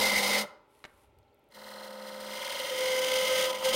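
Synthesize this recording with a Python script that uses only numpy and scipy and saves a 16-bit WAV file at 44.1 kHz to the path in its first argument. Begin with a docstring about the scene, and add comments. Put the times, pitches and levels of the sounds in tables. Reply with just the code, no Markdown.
"""A small workshop, close to a quiet lathe, nearly mono: a wooden blank spins under room tone and faint motor tones.
A steel gouge ends a heavy cut, shavings are shaken off, the gouge lands on its rest, grazes the high spot,
rubs lightly and then bites. Noise laid out once a turn is the surface under the edge: a light rub repeats it and
buzzes at the spindle rate, a deep cut tears fresh wood. Resonances colour that force into blank, tool and hiss;
wavering tones are the bed hum and the chatter of tool and blank."""
import sys
import numpy as np
from scipy import signal
from scipy.fft import rfft, irfft, next_fast_len
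from scipy.io import wavfile
from scipy.ndimage import map_coordinates

SR = 44100
rng = np.random.default_rng(int(sys.argv[2]) if len(sys.argv) > 2 else 0)


def digitize_waveform(pressure):
    """Quantize a signal to 16-bit integers and store it at the path in sys.argv[1].

    Rows of a 2-D input are taken as channels; values are limited to [-1, 1].
    """
    field = np.atleast_2d(pressure).T
    bounded = np.clip(field, -1, 1)
    quanta = np.round(bounded * 32767).astype(np.int16)
    wavfile.write(sys.argv[1], SR, quanta)


N = 165375
T = np.arange(N) / SR  # seconds


def amp(db):
    """Decibels to amplitude."""
    return 10 ** (np.asarray(db) / 20)


def unit(x):
    """x scaled to rms 1."""
    return x / np.sqrt(np.mean(x ** 2) + 1e-20)


def along(points, hz):
    """Value at hz between (Hz, value) points on a log frequency axis."""
    f, v = np.transpose(points)
    return np.interp(np.log(hz + 1), np.log(f + 1), v)


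def curves(rows):
    """One value per sample for each column after the time."""
    s, *cols = np.transpose(rows)
    return [np.interp(T, s, c) for c in cols]


def wobble(rate):
    """A smooth random curve, rate knots a second."""
    return map_coordinates(rng.standard_normal(int(N * rate / SR) + 4), [T * rate])


def oscillator(hz):
    """A sine of rms 1 whose frequency follows hz."""
    return np.sqrt(2) * np.sin(2 * np.pi * np.cumsum(hz) / SR)


def filtered(x, response):
    """x through a filter given as a function of frequency."""
    m = next_fast_len(N + SR // 2)
    return irfft(rfft(x, m) * response(np.fft.rfftfreq(m, 1 / SR)), m)[..., :N]


def coloured(spectrum):
    """Noise of rms 1 with the given spectrum, silent below its first point."""
    noise = rng.standard_normal(N)
    return unit(filtered(noise, lambda hz: amp(along(spectrum, hz)) * (hz > spectrum[0][0])))


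def span(rows):
    """1 inside the times of a table, fading over 25 ms at both ends."""
    return np.clip(np.minimum(T - rows[0][0], rows[-1][0] - T) / 0.025, 0, 1)


# Spectrum of the workshop's air. Each row: frequency in Hz, relative density in dB per Hz.
ROOM_SPECTRUM = [(76, -29), (130, -11.5), (172, -18.5), (285, -13.5), (500, -13.5), (625, -10.5),
                 (706, -26), (796, -11), (1190, -29), (1320, -20.5), (1640, -32.5), (2140, -26),
                 (3460, -31), (5080, -42.5), (14800, -57), (16000, -42.5)]
ROOM_DB, ROOM_LOW_DB = -67.5, -79  # rms levels of the tone and of the low part


def room_tone():
    """Steady background of the workshop: broad noise over a weaker low rumble."""
    low = coloured([(25, -17), (60, -5), (130, -12.5), (170, -40)])
    return amp(ROOM_DB) * coloured(ROOM_SPECTRUM) + amp(ROOM_LOW_DB) * low


# Tones of the running motor. Each row: centre frequency in Hz, centre level in dB.
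MOTOR_TONES = [(409, -77.5), (565, -79.5), (791, -82.5), (870, -80), (1351, -85)]


def idle():
    """Faint tones of the running motor, each drifting slightly in pitch and level."""
    return sum(amp(db + 2.5 * wobble(23)) * oscillator(hz + 3 * wobble(15)) for hz, db in MOTOR_TONES)


# Shavings leaving the hand. Each row: time in seconds, level in dB before the lift and flutter below.
SHAKE_LEVEL = [(0.66, -89.5), (0.77, -74), (0.898, -78.5), (1.036, -75), (1.12, -100)]
# Spectrum of their rustle. Each row: frequency in Hz, relative density in dB per Hz.
FLAKE_SPECTRUM = [(880, 3), (1500, -7.5), (1670, -23), (1900, -6.5), (6690, -19), (10500, -11.5),
                  (16000, -24.5)]
# Low thumps on the bench. Each row: time in seconds, level in dB.
THUMP_LEVEL = [(0.9, -90), (0.94, -66), (1.078, -71.5), (1.098, -62), (1.118, -72), (1.202, -66),
               (1.272, -97)]


def handling():
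    """Shavings rustle off the hand as fluttering noise; the bench takes a few low thumps."""
    flutter_db = 2.03 * wobble(270)
    rustle = amp(curves(SHAKE_LEVEL)[0] + 6 + flutter_db) * coloured(FLAKE_SPECTRUM) * span(SHAKE_LEVEL)
    low = coloured([(35, -13), (70, 3), (130, -5.5), (200, -48.5)])
    return rustle + amp(curves(THUMP_LEVEL)[0]) * low * span(THUMP_LEVEL)


# Gouge landing and bouncing on the rest. Each row: start in seconds, level in dB before the 8.5 dB cut below.
REST_TAPS = [(0.841, -30), (0.8509, -32.5), (0.856, -39)]
# Modes of the steel. Each row: frequency in Hz, mean relative level in dB, 60 dB decay time in seconds.
STEEL_MODES = [(600, -15, 0.06), (916, -12.5, .03), (1870, -3, 0.025), (2200, 3, 0.018), (2820, 0, 0.025),
               (3900, -3, 0.014)]
CRACK_DB, CRACK_S = 7.5, 0.024  # impact noise: level against the modes, 60 dB decay time
SOFTEN_HZ = 4560  # corner of each of three low-pass stages on the taps
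# Edge touching the high spot. Each row: start in seconds, starting level in dB, pitch in Hz,
# band reach either way as a ratio.
EDGE_GRAZES = [(1.187, -62.5, 5030, 2.9), (1.229, -67, 4250, 1.2), (1.28, -64.5, 4170, 1.05),
               (1.329, -70, 4200, 1.06), (1.345, -65.5, 12300, 1.25), (1.393, -71.5, 12500, 1.25),
               (1.441, -70, 12560, 1.25), (1.488, -66.5, 12500, 1.22), (1.521, -58, 4100, 1.1)]


def gouge():
    """Steel taps the rest as decaying modes and a crack; its edge ticks the high spot as short scratches."""
    out, t = np.zeros(N), np.arange(SR // 8) / SR
    for s, db in REST_TAPS:
        ring = 0
        for hz, level, t60 in STEEL_MODES:
            decay = amp(level + rng.normal(0, 3.2) - 60 * t / t60)  # each tap excites the modes differently
            ring = ring + decay * np.sin(2 * np.pi * hz * t)
        crack = amp(CRACK_DB - 60 * t / CRACK_S) * rng.standard_normal(len(t))
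        out[round(s * SR):][:len(t)] += amp(db - 8.5) * (ring + crack)
    out = filtered(out, lambda f: 1 / (1 + 1j * f / SOFTEN_HZ) ** 3)
    for s, db, hz, reach in EDGE_GRAZES:
        band = signal.butter(2, [hz / reach, hz * reach], 'bandpass', fs=SR, output='sos')
        scratch = unit(signal.sosfilt(band, rng.standard_normal(len(t))))
        out[round(s * SR):][:len(t)] += amp(db - 60 * t / 0.014) * scratch  # 60 dB down in 14 ms
    return out


# Turning of the blank. Each row: time in seconds, spindle speed in turns a second,
# share of the surface that comes round unchanged.
SPINDLE = [(0, 20.4, .6), (.45, 20.4, .6), (1.1, 20.94, .98), (2.25, 20.94, .98), (2.6, 20.92, .85),
           (2.9, 20.91, .7), (3.75, 20.91, .6)]


def turning():
    """Turns made so far and the share of the surface kept from the last turn."""
    speed, keep = curves(SPINDLE)
    return np.cumsum(speed) / SR, keep


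# How deep the edge goes. Each row: time in seconds, depth from 0 for the rub to 1 for the cut.
EDGE_DEPTH = [(1.7, 0.03), (2.2, 0.2), (2.4, 0.95), (2.85, 1)]
# How far round it cuts. Each row: time in seconds, share of the turn on which the edge tears fresh wood.
CUT_ROUND = [(2.6, 0.11), (2.85, 0.96)]


def stage(rub, bite, full):
    """A value that follows the edge from rub through first bite to full cut."""
    depth, whole = curves(EDGE_DEPTH)[0], curves(CUT_ROUND)[0]
    return (1 - whole) * (rub + depth * (bite - rub)) + whole * full


LIFT_S, LIFT_FADE_S = 0.458, 0.0046  # the tool leaves the wood; exponential time constant
TOUCH_S, SETTLE_S, TOUCH_DB = 1.5, 1.541, -6.5  # the edge brushes the wood, then settles on it


def contact():
    """1 while the edge is in the wood, less while it brushes, 0 when it is away."""
    lifting = np.exp(-np.clip(T - LIFT_S, 0, 1) / LIFT_FADE_S)
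    brush = amp(TOUCH_DB) * np.clip((T - TOUCH_S) / 0.018, 0, 1)
    settled = np.clip((T - SETTLE_S) / 0.008, 0, 1)
    return np.where(T < 1, lifting, np.maximum(brush, settled))


# Hum of the lathe bed in two stretches. Each row: time in seconds, frequency in Hz, level in dB.
BED_HUM_PATH = [
    [(0.0, 210.2, -42), (0.212, 202.5, -41.5), (0.346, 203, -42), (0.408, 212.5, -41), (0.454, 204.1, -48),
     (0.488, 189, -72)],
    [(1.5, 217.5, -85), (1.55, 209.4, -62.5), (2.02, 209.4, -53.5), (2.35, 209.0, -54), (2.53, 210.5, -76),
     (2.77, 206.9, -63.5), (3.74, 203.7, -55.5), (3.75, 208, -45)],
]
# Howl of the blank. Each row: time in seconds, frequency in Hz, level in dB.
HOWL_PATH = [(1.5, 523, -75), (1.58, 523.3, -60), (1.93, 523.3, -49), (2.5, 522.5, -44), (2.59, 521, -48),
             (2.614, 519.5, -38), (2.65, 517, -42), (2.665, 516, -55), (2.696, 515, -52),
             (2.71, 515.5, -35.5), (2.795, 515.5, -35.5), (2.81, 516, -31), (3.1, 517, -30),
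             (3.24, 517.5, -31), (3.27, 517.5, -38), (3.3, 517.5, -30), (3.45, 517.5, -29.5),
             (3.6, 520, -42), (3.66, 521, -29), (3.7, 521, -27.5), (3.722, 520, -37), (3.75, 520, -29)]
THIRD_DB, BED_THIRD_DB = -18, -29.5  # third harmonic against the fundamental of howl and hum
THIRD_AT_DB = -30  # below this level the third harmonic falls off faster than its fundamental
CHATTER_WAVER_DB = 0.8


def tone(rows, overtone_db):
    """A wavering self-excited vibration with its third harmonic."""
    hz, db = curves(rows)
    hz = hz + 0.5 * wobble(30)
    level = amp(db + CHATTER_WAVER_DB * wobble(40))
    third = amp(overtone_db + 1.7 * np.minimum(db - THIRD_AT_DB, 0))
    return level * (oscillator(hz) + third * oscillator(3 * hz))


def chatter():
    """Bed hum and the howl of the blank, sounding only while the edge is in the wood."""
    hum = tone(BED_HUM_PATH[0] + BED_HUM_PATH[1], BED_THIRD_DB)
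    return contact() * (hum + tone(HOWL_PATH, THIRD_DB) * (T > 1))


# Ridges round the blank: a list of counts a turn.
RIDGE_COUNTS = [29, 43, 48, 60, 62, 70]
# Their mean amplitudes, one row a count: dB to the body in the rub, at first bite, in the full cut.
RIDGE_DB = [(-12, -12, -14), (-8, -11, -20), (-8, 2, -9), (-15, -3, -14), (-8, -11, -20), (-16, -7, -19)]
END_GRAIN_DB, ONCE_DB, GRAIN_PHASE = 0.5, 0.5, 1.4  # swell twice and once a turn; phase in radians
GRIT_DB = 3  # spikiness of the fibres
POINTS_A_TURN = 2112


def surface():
    """Force on the edge: each turn meets the last one's surface, partly cut anew; end grain passes twice a turn."""
    turns, keep = turning()
    shape = (90, POINTS_A_TURN)
    rows = rng.standard_normal(shape) * amp(GRIT_DB * rng.standard_normal(shape))
    for k in range(1, int(turns[-1]) + 2):
        same = np.interp(k, turns, keep)
        rows[k] = same * rows[k - 1] + np.sqrt(1 - same ** 2) * rows[k]
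    force = map_coordinates(rows.ravel(), [turns * POINTS_A_TURN], order=3)
    ridges = 0
    for count, db in zip(RIDGE_COUNTS, RIDGE_DB):
        level = amp(stage(*db) + 2.6 * wobble(8.1))
        ridges = ridges + level * np.sin(2 * np.pi * (count * turns + rng.random()))
    grain_db = END_GRAIN_DB * np.cos(4 * np.pi * turns + GRAIN_PHASE)
    grain_db += ONCE_DB * np.cos(2 * np.pi * turns + GRAIN_PHASE / 2)
    return unit(force), ridges * (T > 1), grain_db


WIDEN = 1.28  # each listed resonance is a cluster of modes, wider at the top and steeper at the skirts


def blended(f, rows):
    """Gain of (Hz, width Hz before widening, dB) resonances with steep skirts, whose powers add."""
    power = 0
    for hz, width, db in rows:
        w = WIDEN * width
        peak = np.abs(1j * f * w / (hz * hz - f * f + 1j * f * w))
        power = power + (amp(db) * peak ** 1.585) ** 2
    return np.sqrt(power)


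def rings(force, table, depth_rows):
    """The force through a set of resonances whose strengths depend on how the tool meets the wood."""
    depth = curves(depth_rows)[0]
    ways = []
    for way in range(3):
        modes = [(r[0], r[1], r[2 + way]) for r in table]
        ways.append(unit(filtered(force, lambda f: blended(f, modes))))
    first, rub, second = ways
    return np.where(T < 1, first, np.sqrt(1 - depth) * rub + np.sqrt(depth) * second)


# High spots, each flicking one ring of tool or blank. Each row: place in turns, width in turns, frequency in Hz,
# bandwidth in Hz before widening, level in dB to the hiss in the rub, the same at first bite.
HIGH_SPOTS = [(.01, .06, 4120, 150, -2, -10), (.85, .045, 4120, 150, -6, -13),
              (.5, .09, 4120, 150, -8, -17), (.18, .14, 3120, 200, -14, -5), (.5, .08, 2090, 150, -22, -9),
              (.5, .05, 1400, 250, -7, -13), (.62, .08, 950, 200, -5, -12)]


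def high_spots(force):
    """Until the cut runs all round, the same high spots flick tool and blank on every turn."""
    turns, out = turning()[0], 0
    for place, width, hz, width_hz, rub_db, bite_db in HIGH_SPOTS:
        distance = (turns - place + 0.5) % 1 - 0.5
        gate = np.exp(-(distance / width) ** 2)
        flick = unit(filtered(gate * force, lambda f: blended(f, [(hz, width_hz, 0)])))
        out = out + amp(stage(rub_db, bite_db, bite_db - 20.5)) * flick
    return out * (T > 1)


# The heavy first cut. Each row: time in seconds, level of the blank's body in dB, of the tool's ring in dB,
# of the tearing hiss in dB.
HEAVY_CUT_LEVELS = [(0.0, -28.5, -46, -29), (0.014, -28.5, -30, -28), (0.15, -33, -31, -32.5),
                    (0.162, -36.5, -24, -30), (0.204, -34.5, -31.5, -30.5), (0.37, -30, -28, -31),
                    (0.42, -38, -37.5, -33), (0.46, -43, -58, -65)]
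# The rub and second cut. Each row: time in seconds, body level in dB, ring level in dB, hiss level in dB.
RUB_AND_CUT_LEVELS = [(1.53, -62, -65, -61), (1.57, -55.5, -62.5, -58.5), (1.81, -49, -59.5, -55),
                      (1.94, -50.5, -64.5, -58.5), (2.14, -49.5, -57, -53.5), (2.16, -49, -61, -56),
                      (2.42, -46.5, -50, -44), (2.77, -46, -41.5, -39.5), (2.82, -43, -39, -36),
                      (3.05, -40.5, -39, -35), (3.44, -39, -36, -31.5), (3.501, -38.5, -48, -37),
                      (3.58, -43.5, -46.5, -47), (3.6, -48, -59, -44.5), (3.63, -36.5, -44, -43),
                      (3.65, -46, -42, -32), (3.66, -35, -38, -31), (3.7, -43.5, -45, -32),
                      (3.72, -39.5, -35, -39.5), (3.75, -33.5, -38, -24.5)]
# Resonances of the blank's body. Each row: frequency in Hz, width in Hz before widening,
# relative level in dB in the first cut, in the rub, in the second cut.
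BODY_MODES = [(369.4, 140, -15.5, -10, -16.5), (532.3, 68, 0.5, 6, -4.5), (592.4, 43, -5.5, -6, -18),
              (800, 86, -3.5, -15, -11.5), (910, 57, -6.5, 1.5, -11), (1006.5, 49, -4, -10, -7),
              (1264, 78, -9, -3.5, -15.5), (1420, 200, -14.5, -8, -22.5)]
# Ring of the tool. Each row: frequency in Hz, width in Hz before widening,
# relative level in dB in the first cut, in the rub, in the second cut.
TOOL_MODES = [(1930, 130, -9.5, 4, 5.5), (2089, 88, 12.5, -4, 19)]
# Hiss of tearing fibres. Each row: frequency in Hz, width in Hz before widening,
# relative level in dB in the first cut, in the rub, in the second cut.
HISS_BANDS = [(3110, 465, -9.5, -18.5, -4.5), (3940, 1100, -7.5, -19, -16.5), (4920, 440, -8, -17, -11),
              (5400, 440, -21, -24, -21.5), (6040, 660, -13, -25, -14), (6630, 350, -18.5, -37, -18.5),
              (7350, 500, -21, -26.5, -23.5), (8480, 230, -14, -20.5, -16), (9050, 400, -17, -30, -19),
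              (9570, 300, -17, -20, -16), (10600, 5900, -19, -27.5, -24), (14000, 1300, -27, -24, -23),
              (15300, 1200, -25, -28.5, -26)]
# Spectrum of the rumble. Each row: frequency in Hz, relative density in dB per Hz.
RUMBLE_SPECTRUM = [(12, -49.5), (20, -16.5), (107, -13.5), (150, -10.5), (199, -4.5), (264, -5),
                   (330, -17.5), (430, -38), (730, -120)]
# Rumble in two stretches. Each row: time in seconds, level in dB.
RUMBLE_PATH = [
    [(0.0, -43), (0.026, -45.5), (0.318, -54), (0.358, -48), (0.384, -67), (0.408, -50), (0.46, -78)],
    [(1.5, -87), (1.57, -69), (2.08, -76), (2.11, -67.5), (3.44, -55), (3.58, -70), (3.75, -45)],
]
FRESH_HISS = 0.35  # share of the hiss power torn anew on every turn


def cutting():
    """The surface's force shakes the blank's body, rings the tool and tears fibres, with a rumble below."""
    body_db, ring_db, hiss_db = curves([*HEAVY_CUT_LEVELS, *RUB_AND_CUT_LEVELS])
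    force, ridges, grain_db = surface()
    torn = np.sqrt(1 - FRESH_HISS) * force + np.sqrt(FRESH_HISS) * rng.standard_normal(N)
    torn = torn * amp(grain_db + 2.1 * wobble(150))
    body = amp(body_db + 0.52 * grain_db) * (rings(force, BODY_MODES, CUT_ROUND) + ridges)
    ring = amp(ring_db) * rings(torn, TOOL_MODES, EDGE_DEPTH)
    hiss = amp(hiss_db) * (rings(torn, HISS_BANDS, EDGE_DEPTH) + high_spots(force))
    rumble_db = curves(RUMBLE_PATH[0] + RUMBLE_PATH[1])[0] + wobble(4)
    return contact() * (body + ring + hiss + amp(rumble_db) * coloured(RUMBLE_SPECTRUM))


def tail(x, t60, delay):
    """x, delayed by some samples, through a decaying noise tail with one 60 dB decay time per frequency."""
    hz, t, z = signal.stft(rng.standard_normal(SR // 2), SR, nperseg=256)
    h = signal.istft(z * amp(-60 * t / along(t60, hz)[:, None]), SR, nperseg=256)[1]
    return signal.fftconvolve(np.pad(x, (delay, 0)), h / np.linalg.norm(h))[:N]


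# Answer of the workshop walls. Each row: frequency in Hz, 60 dB decay time in seconds, gain in dB.
WALL_ECHO = [(200, 0.6, -9.5), (530, 0.53, -15), (905, 0.55, -14), (1330, 0.63, -12.5), (2100, 0.34, -15.5),
             (5000, 0.4, -23.5), (12000, 0.22, -18)]


def walls(near):
    """The close sources come back from the walls about 9 ms later as a diffuse tail."""
    echo = tail(near, [r[:2] for r in WALL_ECHO], delay=400)
    return filtered(echo, lambda hz: amp(along([r[::2] for r in WALL_ECHO], hz)))


# Slight width of the sound. Each row: frequency in Hz, gain of the side signal's tail in dB.
SIDE_GAIN = [(60, -18.5), (200, -28.5), (600, -34), (1290, -25.5), (2380, -26.5), (4400, -21.5),
             (15000, -17)]


def spread(mid):
    """A short diffuse tail of the sound, added on the left and subtracted on the right."""
    side = tail(mid, [(200, 0.068), (9000, 0.046)], delay=0)
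    side = filtered(side, lambda hz: amp(along(SIDE_GAIN, hz)))
    return np.array([mid + side, mid - side])


def scene():
    """Close sources, the walls' answer, chatter, motor and room tone, nearly mono."""
    near = cutting() + gouge() + handling()
    return spread(near + walls(near) + chatter() + idle() + room_tone())


CEILING, KNEE = 0.098, 6  # peak amplitude limit, sharpness of the bend
TOP_HZ = 15800


def record(dry):
    """Soft ceiling on the peaks, then the band limit."""
    soft = dry / (1 + np.abs(dry / CEILING) ** KNEE) ** (1 / KNEE)
    return filtered(soft, lambda hz: hz < TOP_HZ)


dry = scene()
out = record(dry)
digitize_waveform(out)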